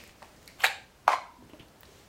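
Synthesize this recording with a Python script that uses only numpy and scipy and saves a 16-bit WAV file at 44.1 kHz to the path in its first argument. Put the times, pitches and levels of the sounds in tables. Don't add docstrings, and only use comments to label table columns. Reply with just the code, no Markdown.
import sys
import numpy as np
from scipy import signal
from scipy.fft import rfft, irfft, next_fast_len
from scipy.io import wavfile
from scipy.ndimage import uniform_filter1d

SR = 44100
rng = np.random.default_rng(int(sys.argv[2]) if len(sys.argv) > 2 else 0)


def boost_factor(decibels):
    exponent = np.asarray(decibels, float) / 20
    return 10 ** exponent


def transcribe(u):
    v = np.clip(np.atleast_2d(u).T, -1, 1)
    q = np.round(v * 32767).astype(np.int16)
    wavfile.write(sys.argv[1], SR, q)


N = 91728

# [f/Hz, level/dB]
HISS_COLOUR = [(20, -35), (35, -3), (60, 10), (110, 5.5), (300, 1), (1000, -4), (4000, -16), (16000, -24)]
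# [t/s, level/dB]
HISS_GAIN = [(0, -0.5), (.25, 2.5), (.6, 1.5), (.85, -1), (1.05, 1), (1.3, -1), (1.55, 2), (2.08, 1.5)]
# [f/Hz, t60/s]
ROOM_DECAY = [(300, 0.51), (1000, 0.3), (2200, 0.35), (4000, 0.42), (8000, 0.36), (15000, 0.12)]
# [t/s, level/dB]
RUSTLE_LEVEL = [(0, -53), (.11, -57.5), (.15, -65.5), (.24, -57.5), (.33, -61.5), (.5, -59), (.62, -59.5),
                (.85, -65.5), (1.35, -67.5), (1.5, -64.5), (1.62, -64), (1.78, -67), (1.87, -59),
                (2.0, -57), (2.08, -63)]
# [f/Hz, level/dB]
CLOTH_COLOUR = [(600, 7), (1000, -5), (2200, -2.5), (3500, -2.5), (6500, -4.5), (9500, -10.5),
                (10500, -16.5), (16000, -12.5)]
# [t/s, level/dB, f/Hz, width/Hz, t60/s]
SKIN_SCUFFS = [
    (0, -60.5, 2560, 460, 0.61),
    (0, -63.5, 5000, 706, 0.43),
    (0.224, -53.5, 860, 500, 0.15),
    (0.478, -54.5, 2200, 130, 0.19),
    (1.497, -68, 2970, 503, 0.35),
    (1.598, -58, 3000, 920, 0.21),
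]
# [t/s, level/dB, f/Hz, width/Hz]
FINGER_KNOCKS = [
    (1.385, -49.5, 246.5, 4.6),
    (1.4245, -41.5, 300, 180),
    (1.447, -57, 254, 84),
    (1.496, -46.5, 363, 120),
    (1.533, -40, 290, 54),
    (1.54, -48.5, 608, 24),
    (1.598, -43, 316, 110),
    (1.604, -44, 132, 93),
    (1.887, -49, 390, 57),
]
# [t/s, level/dB, f/Hz, width/Hz]
PAPER_TICKS = [(.003, -43.5, 2500, 600), (.038, -40, 2200, 900), (.038, -36, 13000, 6000),
               (.077, -35, 10200, 9000), (.094, -36.5, 2650, 3000), (.2215, -38, 1130, 600),
               (.2215, -48, 2500, 2520), (.2268, -39, 834, 330), (.2268, -38, 1500, 900),
               (.2272, -39.5, 4170, 900), (.2272, -39.5, 2700, 700), (.2272, -41.5, 9200, 3000),
               (.247, -44.5, 2600, 800), (.247, -55, 8000, 8000), (.287, -46, 7000, 12000),
               (.364, -43, 7000, 12000), (.429, -41, 6000, 9000), (.4305, -47, 11000, 6000),
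               (.459, -39, 11000, 8240), (.477, -43, 2600, 1400), (.477, -31, 4300, 810),
               (.478, -29.5, 10600, 6000), (1.4954, -50, 14700, 3000), (1.4975, -44, 2430, 2950),
               (1.5345, -42, 2750, 1000), (1.5345, -42, 900, 900), (1.546, -51, 12000, 6000),
               (1.5967, -39, 3100, 500), (1.5967, -53, 4540, 1500), (1.5967, -46, 11000, 6000),
               (1.6825, -49, 11500, 5000), (1.685, -50, 4300, 506), (1.8083, -28.5, 15700, 2970),
               (1.8083, -47, 9000, 5000), (1.8328, -42, 1760, 890), (1.8328, -34.5, 3450, 1800),
               (1.8328, -34, 9000, 9000), (1.8328, -42, 14500, 3030), (1.8533, -43, 3800, 700),
               (1.856, -48, 4550, 500)]
# [t/s, level/dB, f/Hz, width/Hz]
THIN_RINGS = [(.645, -39.5, 805.4, 3.6), (0.644, -39, 1604, 3.5), (.65, -39, 1976, 10),
              (.65, -48, 2170, 12), (0.651, -38, 2444, 7.8), (.65, -49, 2680, 20), (.65, -35, 3470, 9),
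              (0.649, -28, 3890, 8), (0.651, -46, 4390, 6.5), (1.137, -38, 721, 8.8),
              (1.136, -41, 942, 2.7), (1.137, -41, 990, 2.8), (1.136, -36, 1066, 12.5),
              (1.137, -37, 1285, 4.7), (1.137, -40, 1986, 11), (1.137, -37, 2220, 5.4),
              (1.135, -43, 4140, 7.9), (1.137, -44, 1575, 5.3)]
# [t/s, level/dB]
POPS_FREE = [
    (1.0783, -16.5),
    (1.0794, -1),
]
# [t/s, level/dB, f/Hz, width/Hz]
STICK_JERKS = [(1.0715, -37, 890, 500), (1.0772, -29, 2200, 1500), (1.0791, -39, 14700, 3500),
               (1.082, -37.5, 350, 53), (1.0822, -21, 1000, 350), (1.0838, -14.5, 1130, 400),
               (1.0892, -14.5, 1050, 210), (1.092, -24, 2250, 160), (1.0925, -14, 890, 302),
               (1.0985, -20.5, 920, 300), (1.1045, -20, 650, 185.2), (1.107, -22, 1000, 250),
               (1.119, -24, 1050, 200), (1.1295, -25, 1370, 400), (1.1305, -41, 6000, 6000),
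               (1.1305, -21, 2080, 210), (1.1315, -42, 4100, 130), (1.1343, -14, 1014, 128),
               (1.1345, -20, 750, 150), (1.1345, -31, 2110, 250)]
# [f/Hz, width/Hz, level/dB]
HOLLOW_MODES = [(650, 231, 5.5), (1000, 485, 7.5), (1500, 510, -0.5), (2250, 150, -9.5), (3400, 770, -33)]
# [t/s, slip rate f/Hz, level/dB]
SLIDE_MOTION = [
    (1.06, 1000, -59),
    (1.074, 1000, -57),
    (1.082, 1050, -29.5),
    (1.112, 1050, -33),
    (1.121, 1031, -27),
    (1.127, 1050, -31),
    (1.134, 1050, -29.5),
    (1.142, 1067, -32),
    (1.175, 1046, -49),
]
# [f/Hz, width/Hz, level/dB]
RUBBED_MODES = [(690, 42, 9.5), (1050, 33, 9), (1330, 100, 5), (1570, 330, -3.5), (2200, 220, 2),
                (2600, 180, -17.5), (3800, 110, -33), (4040, 270, -23), (7000, 5600, -24)]
# [f/Hz, width/Hz, level/dB]
RUBBED_BODY = (1500, 6200, -7)
# [t/s, level/dB]
TEAR_FORCE = [
    (.585, -62),
    (.602, -47),
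    (.609, -46),
    (.623, -45.5),
    (.631, -41),
    (.639, -29.5),
    (.648, -24.5),
    (.665, -34.5),
    (.7, -60),
]
# [t/s, level/dB, f/Hz, width/Hz]
PAPER_SNAPS = [(.5983, -46, 2500, 900), (.6048, -30, 2870, 700), (.6048, -32, 14000, 5000),
               (.6078, -32, 3100, 900), (.6082, -32, 1080, 500), (.6082, -45, 14500, 3000),
               (.6205, -33, 5400, 500), (.6235, -30, 2600, 900), (.6255, -33, 3230, 900),
               (.6345, -34, 2000, 800), (.636, -19.5, 930, 400), (.6385, -10.5, 1860, 497),
               (.6422, -6, 1670, 332), (.6422, -11.5, 794, 130), (.6425, -17, 4200, 900),
               (.6425, -23, 7170, 400), (.6425, -25, 11200, 900), (.6447, -15.5, 1830, 300),
               (.648, -13, 2500, 250), (.6515, -24, 2350, 600), (.6545, -17, 2350, 500),
               (.657, -20.5, 2440, 500), (.657, -32, 8150, 500), (.6655, -26, 840, 250),
               (.666, -17, 4000, 700), (.672, -27.5, 830, 250), (.673, -22, 2300, 595)]
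# [f/Hz, width/Hz, level/dB]
WALL_MODES = [(735, 400, 3), (1640, 830, -3), (2073, 81, 2.5), (2690, 590, 0), (3100, 570, -1.5),
              (3750, 450, -7), (4300, 96, -4.5), (5800, 410, -51), (6720, 1500, -20), (8270, 3300, -21),
              (10860, 760, -23), (12900, 6200, -19.5)]
# [f/Hz, width/Hz, level/dB]
WALL_BODY = (2000, 2500, -12)

LOW_CUT_HZ = 300


def unit(x):
    return x / np.sqrt(np.mean(x ** 2) + 1e-20)


def along(points, hz):
    f, value = np.transpose(points)
    return np.interp(np.log(hz + 1), np.log(f + 1), value, left=value[0], right=value[-1])


def curves(rows):
    s, *columns = np.transpose(rows)
    t = np.arange(N) / SR
    span = (t >= s[0]) & (t <= s[-1])
    return [np.interp(t, s, column) for column in columns] + [span]


def filtered(x, response):
    size = next_fast_len(N + SR // 2)
    spectrum = rfft(x, size) * response(np.fft.rfftfreq(size, 1 / SR))
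    return irfft(spectrum, size)[..., :N]


def high_pass(order, edge_hz):
    return lambda f: (1j * f / (edge_hz + 1j * f)) ** order


def body(x, modes, soft_hz=40000):
    def response(f):
        ring = 0
        for k, (centre, width, db) in enumerate(modes):
            ring = ring + (-1) ** k * boost_factor(db) * 1j * f * width / (centre ** 2 - f ** 2 + 1j * f * width)
        return ring * high_pass(2, LOW_CUT_HZ)(f) / (1 + 1j * f / soft_hz) ** 2

    click = np.arange(N) == 0
    return filtered(x, response) / np.abs(filtered(click, response)).max()


def impulses(rows):
    x = np.zeros(N)
    for s, db in rows:
        x[round(s * SR)] += boost_factor(db)
    return x


def pings(rows, attack_cycles):
    x = np.zeros(N + SR)
    t = np.arange(SR // 2) / SR
    for s, db, hz, width in rows:
        attack = 1 - np.exp(-t * hz / attack_cycles)
        ring = np.exp(-np.pi * width * t) * attack * np.sin(2 * np.pi * hz * t)
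        x[round(s * SR):][:len(t)] += boost_factor(db) * ring / np.abs(ring).max()
    return x[:N]


def gritty(x, samples, decay_s, edge=None):
    grit = rng.standard_normal(samples) * np.exp(-np.arange(samples) / SR / decay_s)
    if edge is not None:
        grit[0] = edge
    return signal.fftconvolve(x, grit / np.linalg.norm(grit))[:N]


def noise(colour, patchy_db):
    z = signal.stft(rng.standard_normal(N + 512), nperseg=512)[2]
    patches = uniform_filter1d(rng.standard_normal(z.shape), 8, axis=0)
    patches = uniform_filter1d(patches, 8, axis=1)
    x = signal.istft(z * boost_factor(patchy_db * unit(patches)), nperseg=512)[1][:N]
    return unit(filtered(x, lambda hz: boost_factor(along(colour, hz))))


def hiss():
    level_db = -59.5 + curves(HISS_GAIN)[0]
    return boost_factor(level_db) * noise(HISS_COLOUR, patchy_db=0.8)


def room(x, wet_db):
    delay_s, near_s, near_db = 0.007, 0.0016, -25.5
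    hz, t, z = signal.stft(rng.standard_normal(SR // 2), SR, nperseg=256)
    decay = boost_factor(-60 * t / along(ROOM_DECAY, hz)[:, None])
    tail = signal.istft(z * decay, SR, nperseg=256)[1]
    tail = np.pad(boost_factor(wet_db) * tail / np.linalg.norm(tail), (round(delay_s * SR), 0))
    tail[round(near_s * SR)] += boost_factor(near_db)
    return x + signal.fftconvolve(x, tail)[:N]


def rustle():
    return boost_factor(curves(RUSTLE_LEVEL)[0]) * noise(CLOTH_COLOUR, patchy_db=0.8)


def scuffs():
    t = np.arange(N) / SR
    x = np.zeros(N)
    for s, db, hz, width, t60 in SKIN_SCUFFS:
        fade = boost_factor(db - 60 * (t - s) / t60) * (t >= s)
        x += fade * unit(body(rng.standard_normal(N), [(hz, width, 0)], soft_hz=hz))
    return boost_factor(5) * x


def knocks():
    return pings(FINGER_KNOCKS, attack_cycles=0.46)


def ticks():
    return gritty(pings(PAPER_TICKS, attack_cycles=0.91), SR // 150, decay_s=0.0023, edge=12)


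def rings():
    steady = 0.6
    x = np.zeros(N)
    for mode in THIN_RINGS:
        drift = uniform_filter1d(rng.standard_normal(N), size=200)
        flutter = unit(uniform_filter1d(drift, size=200))
        x += pings([mode], attack_cycles=4.2) * (steady + flutter) / 2
    return x


def squeak(soft_hz):
    jitter_cycles, spread_db, scrape_db = 0.05, 1.5, 0
    rate_hz, level_db, span = curves(SLIDE_MOTION)
    draw = rng.standard_normal((3, N))
    wander = unit(uniform_filter1d(draw[0], size=60))
    phase = np.cumsum(rate_hz / SR) + jitter_cycles * wander
    slips = np.diff(np.floor(phase), prepend=0) > 0
    drive = unit(slips * boost_factor(spread_db * draw[1])) + boost_factor(scrape_db) * draw[2]
    modes = RUBBED_MODES + [RUBBED_BODY]
    steady_level = np.std(body(drive, modes, soft_hz))
    return body(drive * boost_factor(level_db) * span, modes, soft_hz) / steady_level


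def withdrawal():
    soft_hz = 6000
    clicks = impulses(POPS_FREE)
    pops = body(clicks, HOLLOW_MODES, soft_hz)
    crack = boost_factor(-20.5) * body(gritty(clicks, SR // 200, decay_s=0.0023), [(7000, 9000, 0)])
    return pops + crack + squeak(soft_hz) + pings(STICK_JERKS, attack_cycles=1.0)


def puncture():
    fibres_per_s, spread_db = 6000, 1.5
    draw = rng.random((N, 3))
    breaks = draw[:, 0] < fibres_per_s / SR
    size = boost_factor(-spread_db * np.log(1 - draw[:, 1]))
    fibres = breaks * size * np.sign(draw[:, 2] - 0.5)
    force_db, span = curves(TEAR_FORCE)
    tearing = body(fibres * boost_factor(force_db) * span, WALL_MODES + [WALL_BODY])
    return boost_factor(1.5) * pings(PAPER_SNAPS, attack_cycles=0.21) + tearing


def scene():
    small = room(ticks() + knocks(), wet_db=-9.5)
    torn = filtered(puncture(), high_pass(4, 452))
    pulled = filtered(withdrawal(), high_pass(2, LOW_CUT_HZ))
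    cup = room(torn, wet_db=-9) + room(pulled, wet_db=-9) + rings() + small
    return (cup + rustle() + scuffs() + hiss())[None]


def low_pass(x):
    return signal.sosfilt(signal.butter(12, 16650, fs=SR, output="sos"), x)


def record(dry):
    def step(hz, edge_hz):
        return 1 / (1 + np.exp(np.clip((hz - edge_hz) / 60, -50, 50)))

    limited = filtered(dry, lambda hz: 0.04 * step(hz, 16600) + 0.96 * step(hz, 15900))
    return low_pass(limited)


dry = scene()
out = record(dry)
transcribe(out)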